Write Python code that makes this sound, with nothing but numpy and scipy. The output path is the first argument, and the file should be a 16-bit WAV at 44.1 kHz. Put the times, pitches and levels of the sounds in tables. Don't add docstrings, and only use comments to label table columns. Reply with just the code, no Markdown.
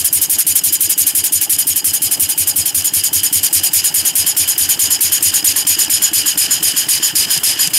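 import sys
import numpy as np
from scipy import signal
from scipy.fft import rfft, irfft, next_fast_len
from scipy.io import wavfile
from scipy.ndimage import uniform_filter1d

SR = 44100
rng = np.random.default_rng(int(sys.argv[2]) if len(sys.argv) > 2 else 0)


def magnitude_from_level(level_db):
    exponent = np.asarray(level_db, float) / 20
    return 10 ** exponent


def store_wav(level_fs):
    pcm = np.round(np.clip(np.atleast_2d(level_fs), -1, 1) * 32767)
    wavfile.write(sys.argv[1], SR, pcm.T.astype(np.int16))


N = 343098

# (time [s], low modes [dB], middle modes [dB], high modes [dB], hiss brightness [dB])
APPROACH = [(0, -43, -33.5, -25.5, -22), (2.5, -43.5, -32, -25.5, -23), (5, -38, -30, -24.5, -25),
            (7.8, -36.5, -28.5, -26, -28)]
# (time [s], valve progress at which the jet drops out of its fast regime [1])
PRESSURE = [
    (0, 0.66),
    (2, 0.5),
    (3.5, 0.29),
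    (5, 0.29),
    (7.8, 0.03),
]


def evened(x):
    return x / np.sqrt(np.mean(x ** 2) + 1e-20)


def follow(course, x, column=1):
    rows = np.transpose(course)
    return np.interp(x, rows[0], rows[column])


def read(points, hz):
    f, value = np.transpose(points)
    return np.interp(np.log(hz + 1), np.log(f + 1), value)


def coloured_noise(points):
    size = next_fast_len(N)
    gain = magnitude_from_level(read(points, np.fft.rfftfreq(size, 1 / SR)))
    return evened(irfft(rfft(rng.standard_normal(N), size) * gain, size)[:N])


def drift(seconds):
    size = max(int(seconds * SR), 1)
    return evened(uniform_filter1d(uniform_filter1d(rng.standard_normal(N), size), size))


def pressure_sag(s):
    return PRESSURE[0][1] - follow(PRESSURE, s)


def turn_times():
    # (turns since the first upstroke [1], time [s])
    flywheel = [(0, -.043), (3, .466), (6, .977), (9, 1.495), (12, 2.019), (15, 2.559), (18, 3.129),
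                (21, 3.732), (24, 4.366), (27, 5.007), (30, 5.668), (33, 6.375), (35, 6.886), (36, 7.153),
                (37, 7.433), (38, 7.734), (39, 8.059)]
    turns, s = np.transpose(flywheel)
    k, slope = np.arange(turns[-1] + 1), np.gradient(s, turns, edge_order=2)
    i = np.minimum(np.searchsorted(turns, k, "right"), len(s) - 1) - 1
    span = turns[i + 1] - turns[i]
    u, step = (k - turns[i]) / span, s[i + 1] - s[i]
    a, b = slope[i] * span, slope[i + 1] * span
    return s[i] + u * a + u ** 2 * (3 * step - 2 * a - b) + u ** 3 * (a + b - 2 * step)


def strokes():
    # (time [s], downstroke opens after [turn], upstroke open for [turn], downstroke open for [turn])
    timing = [(0, 0.52, 0.37, .27), (2, 0.52, 0.36, .272), (3.5, 0.52, 0.36, 0.29), (4.7, 0.52, 0.38, 0.31),
              (6, 0.52, 0.37, 0.32), (6.8, 0.53, 0.37, 0.32), (7.8, 0.52, 0.34, 0.32)]
    # (time [s], flow [dB], grip of the jet on the 7 kHz mode [dB])
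    jet = [(0, -0.5, -0.5), (.9, -0.5, 0), (1.8, -1.7, -0.5), (3, -0.6, 1.5), (3.4, 2, 2.5), (4.3, .3, 3.5),
           (5.3, 1, 6.5), (6.3, 0.3, 4), (7.8, 2, 0.5)]
    # (hiss [dB], 5 kHz whistle [dB], 7 kHz whistle [dB], afterblow [dB])
    stroke_db = [
        (-23, -33, -23.5, 0.4),
        (-20, -32.5, -24.5, -4.5),
    ]
    # (hiss [dB], 5 kHz [dB], 7 kHz [dB], afterblow [dB])
    sag_rise_db = [
        (3.5, 21.5, 0.1, 0.1),
        (-1, 14.5, 0.1, 10),
    ]
    # (hiss [dB], 5 kHz [dB], 7 kHz [dB], afterblow [dB])
    chance_db = (.5, 1, 1, 1.2)
    # (time [s], afterblow change [dB])
    seatings = [
        (7.3, -9),
        (7.59, -5),
        (1.8, -6),
        (1.24, 6),
        (5.34, 3),
    ]
    up = turn_times()
    period, up = np.diff(up), up[:-1]
    delay, open_up, open_down = (follow(timing, up, column) * period for column in (1, 2, 3))
    opens = np.ravel([up, up + delay], "F")
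    span = np.ravel([open_up, open_down], "F")
    down, sag = np.arange(len(opens)) % 2, pressure_sag(opens)
    db = np.array(stroke_db)[down] + np.array(sag_rise_db)[down] * sag[:, None]
    db[:, 0] += follow(jet, opens, 1)
    db[:, 2] += follow(jet, opens, 2)
    db += chance_db * rng.standard_normal(db.shape)
    for s, change_db in seatings:
        db[np.argmin(abs(opens - s)), -1] += change_db
    return np.column_stack([opens, span, db])[opens < N / SR]


def crank(puffs):
    t, (opens, span) = np.arange(N) / SR, puffs.T[:2]
    stroke = np.clip(np.searchsorted(opens, t) - 1, 0, len(opens) - 1)
    rest = np.maximum(np.append(np.diff(opens), 2 * span[-1]) - span, 1e-3)
    since = t - opens[stroke]
    shut = 1 + (since - span[stroke]) / rest[stroke]
    return stroke, np.where(since < span[stroke], since / span[stroke], shut)


def valve_db(puffs, stroke, progress, column):
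    # (progress [1], hiss up [dB], hiss down [dB], whistle up [dB], whistle down [dB])
    valve = [
        (0, -1.5, 0.5, 8, 5),
        (.05, 4.5, 1.5, 1, 10),
        (.14, 3.5, 4, -1, 5),
        (.6, 3, 1, -1, 1.5),
        (.97, -3, -9.5, 0, 0),
        (1.07, -9, -15, -3.5, -7.5),
        (1.38, -10.5, -25, -1, -2.5),
        (1.5, -20, -24.5, -7, -4.5),
        (2, -7.5, -24, 0.5, -14.5),
    ]
    # (progress [1], change as pressure sags by 1 [dB])
    seep = [
        (1, 1.5),
        (1.22, -9),
        (1.5, 9),
        (2, -0.5),
    ]
    up, down = follow(valve, progress, column), follow(valve, progress, column + 1)
    shut_steps = np.transpose(valve)[0][4:8]
    afterblow = np.interp(progress, shut_steps, [0, 1, 1, 0]) * puffs[stroke, 5]
    up = up + pressure_sag(puffs[stroke, 0]) * follow(seep, progress)
    return np.where(stroke % 2, down, up) + afterblow


def hiss(puffs, stroke, progress):
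    # (frequency [Hz], level per Hz [dB])
    jet_colour = [(700, -30), (1300, -37), (2300, -9.5), (4000, -10.5), (6000, -3.5), (8000, 0),
                  (10500, 5.5), (12500, 4), (15000, -4), (16000, -9)]
    sweep_db, patchy_db, gusty_db = 11, 2.0, 0.6
    frames, hz = N // 64 + 5, np.fft.rfftfreq(256, 1 / SR)
    at = np.minimum(np.arange(frames) * 64, N - 1)
    bright_db = follow(APPROACH, at / SR, 4) + 21
    tilt_db = 1.58 * bright_db + sweep_db * (.55 - np.minimum(progress[at], 1.1))
    tilt_db -= 0.37 * bright_db * np.exp(-progress[at] / 0.12)
    a, b, patches = rng.standard_normal((frames, 129, 3)).T
    patches = evened(uniform_filter1d(uniform_filter1d(patches, size=4, axis=0), size=6, axis=1))
    octaves = np.clip(np.log2((hz + 1) / 8500), -.8, 1)
    field_db = read(jet_colour, hz)[:, None] + octaves[:, None] * tilt_db + patchy_db * patches
    noise = signal.istft((a + 1j * b) * magnitude_from_level(field_db), nperseg=256, noverlap=192)[1][:N]
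    level_db = puffs[stroke, 2] + valve_db(puffs, stroke, progress, column=1) + gusty_db * drift(0.0055)
    level_db += 11.0 * (follow(PRESSURE, np.arange(N) / SR) - .45)
    return evened(noise) * uniform_filter1d(magnitude_from_level(level_db + 5.5), size=40)


def resonate(x, hz, width):
    turn = np.exp(2j * np.pi * np.cumsum(hz) / SR)
    r = np.exp(-1.5 * np.pi * width / SR)
    return 2.224 * (turn * signal.lfilter([(1 - r) ** 2], [1, -2 * r, r * r], x / turn)).real


def whistles(puffs, stroke, progress):
    # (frequency [Hz], width [Hz], level [dB], jet excess of best locking [1],
    # reach above [1], reach below [1], locking depth [dB], upward pull [1])
    passage = [(1025, 133, -13, -0.92, .5, 0.51, -3, 0.074),
               (1710, 326, -0.5, 0.21, 0.97, 1.1, -3.5, -0.097), (2990, 270, 3, -0.72, 0.63, 2.2, 7, 0.071),
               (4206, 200, -8, -0.33, 0.83, 0.46, 7.5, 0.12), (4985, 207, .5, -0.4, 0.43, 0.6, 11.5, 0.04),
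               (6826, 225, -1, -0.14, 0.31, 0.51, 15.5, 0.202), (8990, 330, 4, 0.18, 0.4, 0.32, 23, 0.19),
               (9560, 180, 3.5, -0.064, 0.097, 0.85, 5.5, -0.123),
               (10770, 300, 6, 0.345, 0.12, 0.078, 29, 0.27),
               (11364, 180, 1, -0.064, 0.17, 0.59, 4.5, 0.0018),
               (11470, 760, 0.5, 0.14, 0.88, .15, 21, 0.59), (13870, 580, 0, 0.046, 0.47, 0.45, 9, 0.21)]
    flicker_db, wander = 1.5, 0.0092
    t = np.arange(N) / SR
    excess = follow(PRESSURE, t) - progress
    low, mid, high = (follow(APPROACH, t, column) for column in (1, 2, 3))
    base_db = [low, low, mid, mid, puffs[stroke, 3], puffs[stroke, 4]] + [high] * 6
    whistle_flow_db = valve_db(puffs, stroke, progress, column=3)
    hiss_flow_db = valve_db(puffs, stroke, progress, column=1)
    is_open, out = progress < 1, np.zeros(N)
    flicker = [drift(0.0084), drift(0.018)]
    for k, (hz, width, db, best, above, below, depth_db, pull) in enumerate(passage):
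        off = excess - best
        lock = magnitude_from_level(depth_db * (np.exp(-(off / np.where(off > 0, above, below)) ** 2) - 1))
        if k in (4, 5):
            power = np.bincount(stroke, lock ** 2 * is_open) / np.bincount(stroke, is_open)
            lock /= np.sqrt(power)[stroke]
        loud, bend = (np.roll(f, rng.integers(N)) for f in flicker)
        flow_db = hiss_flow_db if hz > 7500 else whistle_flow_db
        ring_on = min(0.87 + hz / 11000, 1)
        drive = magnitude_from_level(base_db[k] + db + ring_on * flow_db + flicker_db * loud) * lock
        pitch = hz * (1 + pull * np.clip(off, 0, .5) + wander * bend)
        gain = np.sqrt(SR / (np.pi * width))
        out += gain * resonate(drive * rng.standard_normal(N), pitch, width)
    return out


def each_turn(course, opens):
    at = opens + follow(course, opens, 1)
    db = follow(course, opens, 2) + 1.2 * rng.standard_normal(len(at))
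    return np.column_stack([at, db])[(at > 0) & (at < N / SR)]


def bursts(rows, spread, colour):
    t, gain = np.arange(N) / SR, np.zeros(N)
    for s, db in rows:
        near = slice(max(round((s - 4 * spread) * SR), 0), round((s + 4 * spread) * SR))
        gain[near] += magnitude_from_level(db) * np.exp(-((t[near] - s) / spread) ** 2)
    return gain * coloured_noise(colour)


def slaps(puffs):
    # (time [s], level [dB])
    face_slaps = [(0.592, -8.8), (1.564, -16.0), (1.734, -18.1), (1.91, -17.1), (2.823, -16.8),
                  (3.01, -20.2), (3.204, -17.4), (5.181, -17.4), (5.849, -14.2), (6.082, -14.4),
                  (7.378, -10.2), (7.675, -9.8)]
    # (time [s], lag after the valve opens [s], level [dB])
    pops = [(0, -0.0051, -41), (3, 0.0045, -33), (5, -0.0018, -27.5), (7.8, -0.000036, -25)]
    # (time [s], lag after the valve opens [s], level [dB])
    spits = [(0, -0.018, -48), (2.5, -0.014, -38), (5, -0.014, -21), (6.9, -0.0184, -21), (7.3, -.022, -42)]
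    # (frequency [Hz], level per Hz [dB])
    pop_colour = [(400, -30), (800, -6.5), (1700, -3), (3000, -2.5), (8000, -20)]
    # (frequency [Hz], level per Hz [dB])
    spit_colour = [(1800, -18), (2600, -11), (3030, -10), (3600, -24), (4500, -22), (5000, 3), (5600, -13),
                   (9600, -22)]
    out = bursts(face_slaps, 0.0025, [(2500, -18), (6000, 2), (11000, 3), (16000, -12)])
    out += bursts(each_turn(pops, puffs[:, 0]), 0.0023, pop_colour)
    return out + bursts(each_turn(spits, puffs[::2, 0]), 0.0035, spit_colour)


def blows(rows, hz, rise, fall, db, scatter=0., glide=0., overtones=()):
    out, t = np.zeros(N + SR), np.arange(5000) / SR
    detunes = rng.uniform(-1.3, 1, len(rows))
    for (s, peak_db), detune in zip(rows, detunes):
        swell = np.sin(np.pi / 2 * np.minimum(t / rise, 1))
        swell *= np.exp(-(np.maximum(t - rise, 0) / fall) ** 2)
        ring = swell * np.sin(2 * np.pi * hz * t * (1 + scatter * detune + glide * t))
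        for h, d, f in overtones:
            ring += magnitude_from_level(d) * np.exp(-t / f) * np.sin(2 * np.pi * h * (1 + 0.1 * detune) * t)
        start = max(round((s - rise) * SR), 0)
        out[start:start + len(t)] += magnitude_from_level(peak_db + db) * ring
    return out[:N]


def clatter(puffs):
    # (time [s], lag after the valve opens [s], level [dB]) Crank load on the stand, and the stand
    thump_course = [(0, 0.044, -36), (1.8, .044, -36), (2.1, 0.0368, -33.5), (2.8, 0.036, -31),
                    (3, 0.042, -31), (4, .043, -34.5), (5.1, .049, -34.5), (6, 0.042, -37.5),
                    (7.2, 0.049, -43)]
    settle_course = [(0, 0.079, -60), (3, 0.093, -49), (4.5, 0.104, -41), (5.5, .108, -43),
                     (6.2, 0.108, -50), (7.8, .12, -56)]
    knock_up = [(0, -0.0045, -34.5), (2.4, -0.0036, -32), (3.3, -.005, -30.5), (3.7, -0.0043, -35),
                (4.4, -.012, -36.5), (4.8, -0.01, -31.5), (5.9, -.011, -26.5), (6.9, -0.0075, -28.5),
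                (7.8, -.01, -35)]
    knock_down = [(0, -0.018, -32.5), (.8, -0.013, -30), (1.3, -0.0098, -35.5), (3.4, -.015, -36),
                  (4.2, -0.018, -40), (4.7, -.017, -32), (5.5, -.019, -33), (6, -0.008, -27.5),
                  (7.8, -0.031, -29.5)]
    chirp_course = [(.46, 0.00068, -39), (.6, -.03, -43), (1.7, -0.025, -36.5), (2.9, -.034, -32.5),
                    (3.7, -.026, -33.5), (4.2, -.035, -36), (4.8, -.04, -36), (7.1, -0.036, -36),
                    (7.4, -0.083, -38)]
    rub_course = [(0, -0.066, -51), (2, -0.069, -39), (4, -.062, -37), (7.8, -.08, -45)]
    rock_back = [(0, -.015, -38), (1.7, -.011, -39), (2.2, -.006, -38.5), (3.5, -0.011, -38),
                 (3.7, -0.03, -35), (5.6, -0.0328, -45), (5.9, -.018, -39), (7.15, -0.018, -31),
                 (7.4, -0.054, -26.5)]
    rock_forward = [(0, -.014, -48), (3, -0.0173, -41), (7.8, -.022, -46)]
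    up, down = puffs[::2, 0], puffs[1::2, 0]
    thumps = blows(each_turn(thump_course, up), 91.6, 0.018, 0.034, 4.4, scatter=0.018,
                   overtones=[(288.6, -6.5, 0.026), (175, -6.5, 0.017)])
    thumps += blows(each_turn(settle_course, up), 90.3, 0.0302, 0.042, 2.7)
    ends = np.vstack([each_turn(knock_up, up), each_turn(knock_down, down)])
    knocks = blows(ends, 310.4, 0.00692, 0.0084, 0.3, scatter=0.063,
                   overtones=[(382, -2.5, 0.0086), (236, -6, 0.017)])
    rubs = np.vstack([each_turn(chirp_course, up), each_turn(rub_course, up)])
    chirps = blows(rubs, 763, .012, 0.017, -3.0, scatter=0.031, glide=3.44)
    chirps *= 1 + 0.5 * drift(0.0026)
    rocks = np.vstack([each_turn(rock_back, up), each_turn(rock_forward, down)])
    return thumps + knocks + chirps + blows(rocks, 154.5, 0.01016, 0.0094, 1.4, scatter=0.088)


def yard(stroke, progress):
    # (frequency [Hz], level per Hz [dB])
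    leak_colour = [(1300, -4.5), (2500, 0), (5000, -7.5), (8000, 5), (14300, 2), (15700, -5), (16200, -13)]
    # (frequency [Hz], level per Hz [dB])
    rumble_colour = [(15, -50), (25, -9), (87, -3.5), (113, -0.5), (224, -6), (300, 0), (519, -10),
                     (730, -5), (1140, -12.5), (1500, -14), (1950, -31), (3300, -120)]
    # (time [s], level [dB])
    rumble_course = [(0, -42.5), (2.5, -40.5), (5, -39), (7.8, -38)]
    level_db = follow(rumble_course, np.arange(N) / SR) + 1.76 * drift(0.028)
    level_db += -6 * (stroke % 2 == 0) * np.exp(-((progress - .18) / .11) ** 2)
    leak = magnitude_from_level(-33.5 + 3.2 * drift(0.013)) * coloured_noise([(600, -45)] + leak_colour)
    return leak + magnitude_from_level(level_db) * coloured_noise(rumble_colour)


def scene():
    puffs = strokes()
    stroke, progress = crank(puffs)
    jet = hiss(puffs, stroke, progress) + whistles(puffs, stroke, progress)
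    mid = jet + slaps(puffs) + clatter(puffs) + yard(stroke, progress)
    return np.array([mid, mid])


def split(mid):
    width, loud_db, chance_db, difference_db = 12, 6.2, 2.4, -16
    z = signal.stft(mid, nperseg=2048, noverlap=1024)[2]
    cells = np.arange(len(z)) // round(2 * width)
    power = np.array([np.bincount(cells, abs(c) ** 2) for c in z.T]).T
    level_db = 10 * np.log10(power + 1e-20)
    around_db = uniform_filter1d(uniform_filter1d(level_db, size=5, axis=0), size=3, axis=1)
    chance = chance_db * rng.standard_normal(level_db.shape[::-1]).T
    parted = 1 / (1 + np.exp(-4 * (level_db - around_db + chance - loud_db)))
    parted[0], parted[28:] = parted[0] * .55, 0
    turn = np.exp(2j * np.pi * rng.random(z.shape[::-1]).T)
    parts = z * turn * parted[cells] ** 4 * magnitude_from_level(difference_db)
    side = signal.istft(parts, nperseg=2048, noverlap=1024)[1][:N]
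    return np.array([mid + side, mid - side])


def roll_off(x):
    return signal.sosfilt(signal.butter(12, 16480, fs=SR, output="sos"), x)


def record(dry):
    thin = signal.sosfilt(signal.butter(2, 75, "high", fs=SR, output="sos"), dry)
    held = 1.287 * np.tanh(thin / 1.31)
    band_limit = signal.firwin(1023, 15770, window=("kaiser", 9), fs=SR)
    narrow = signal.oaconvolve(held, band_limit[None], "same")
    return roll_off(split(narrow[0]))


dry = scene()
out = record(dry)
store_wav(out)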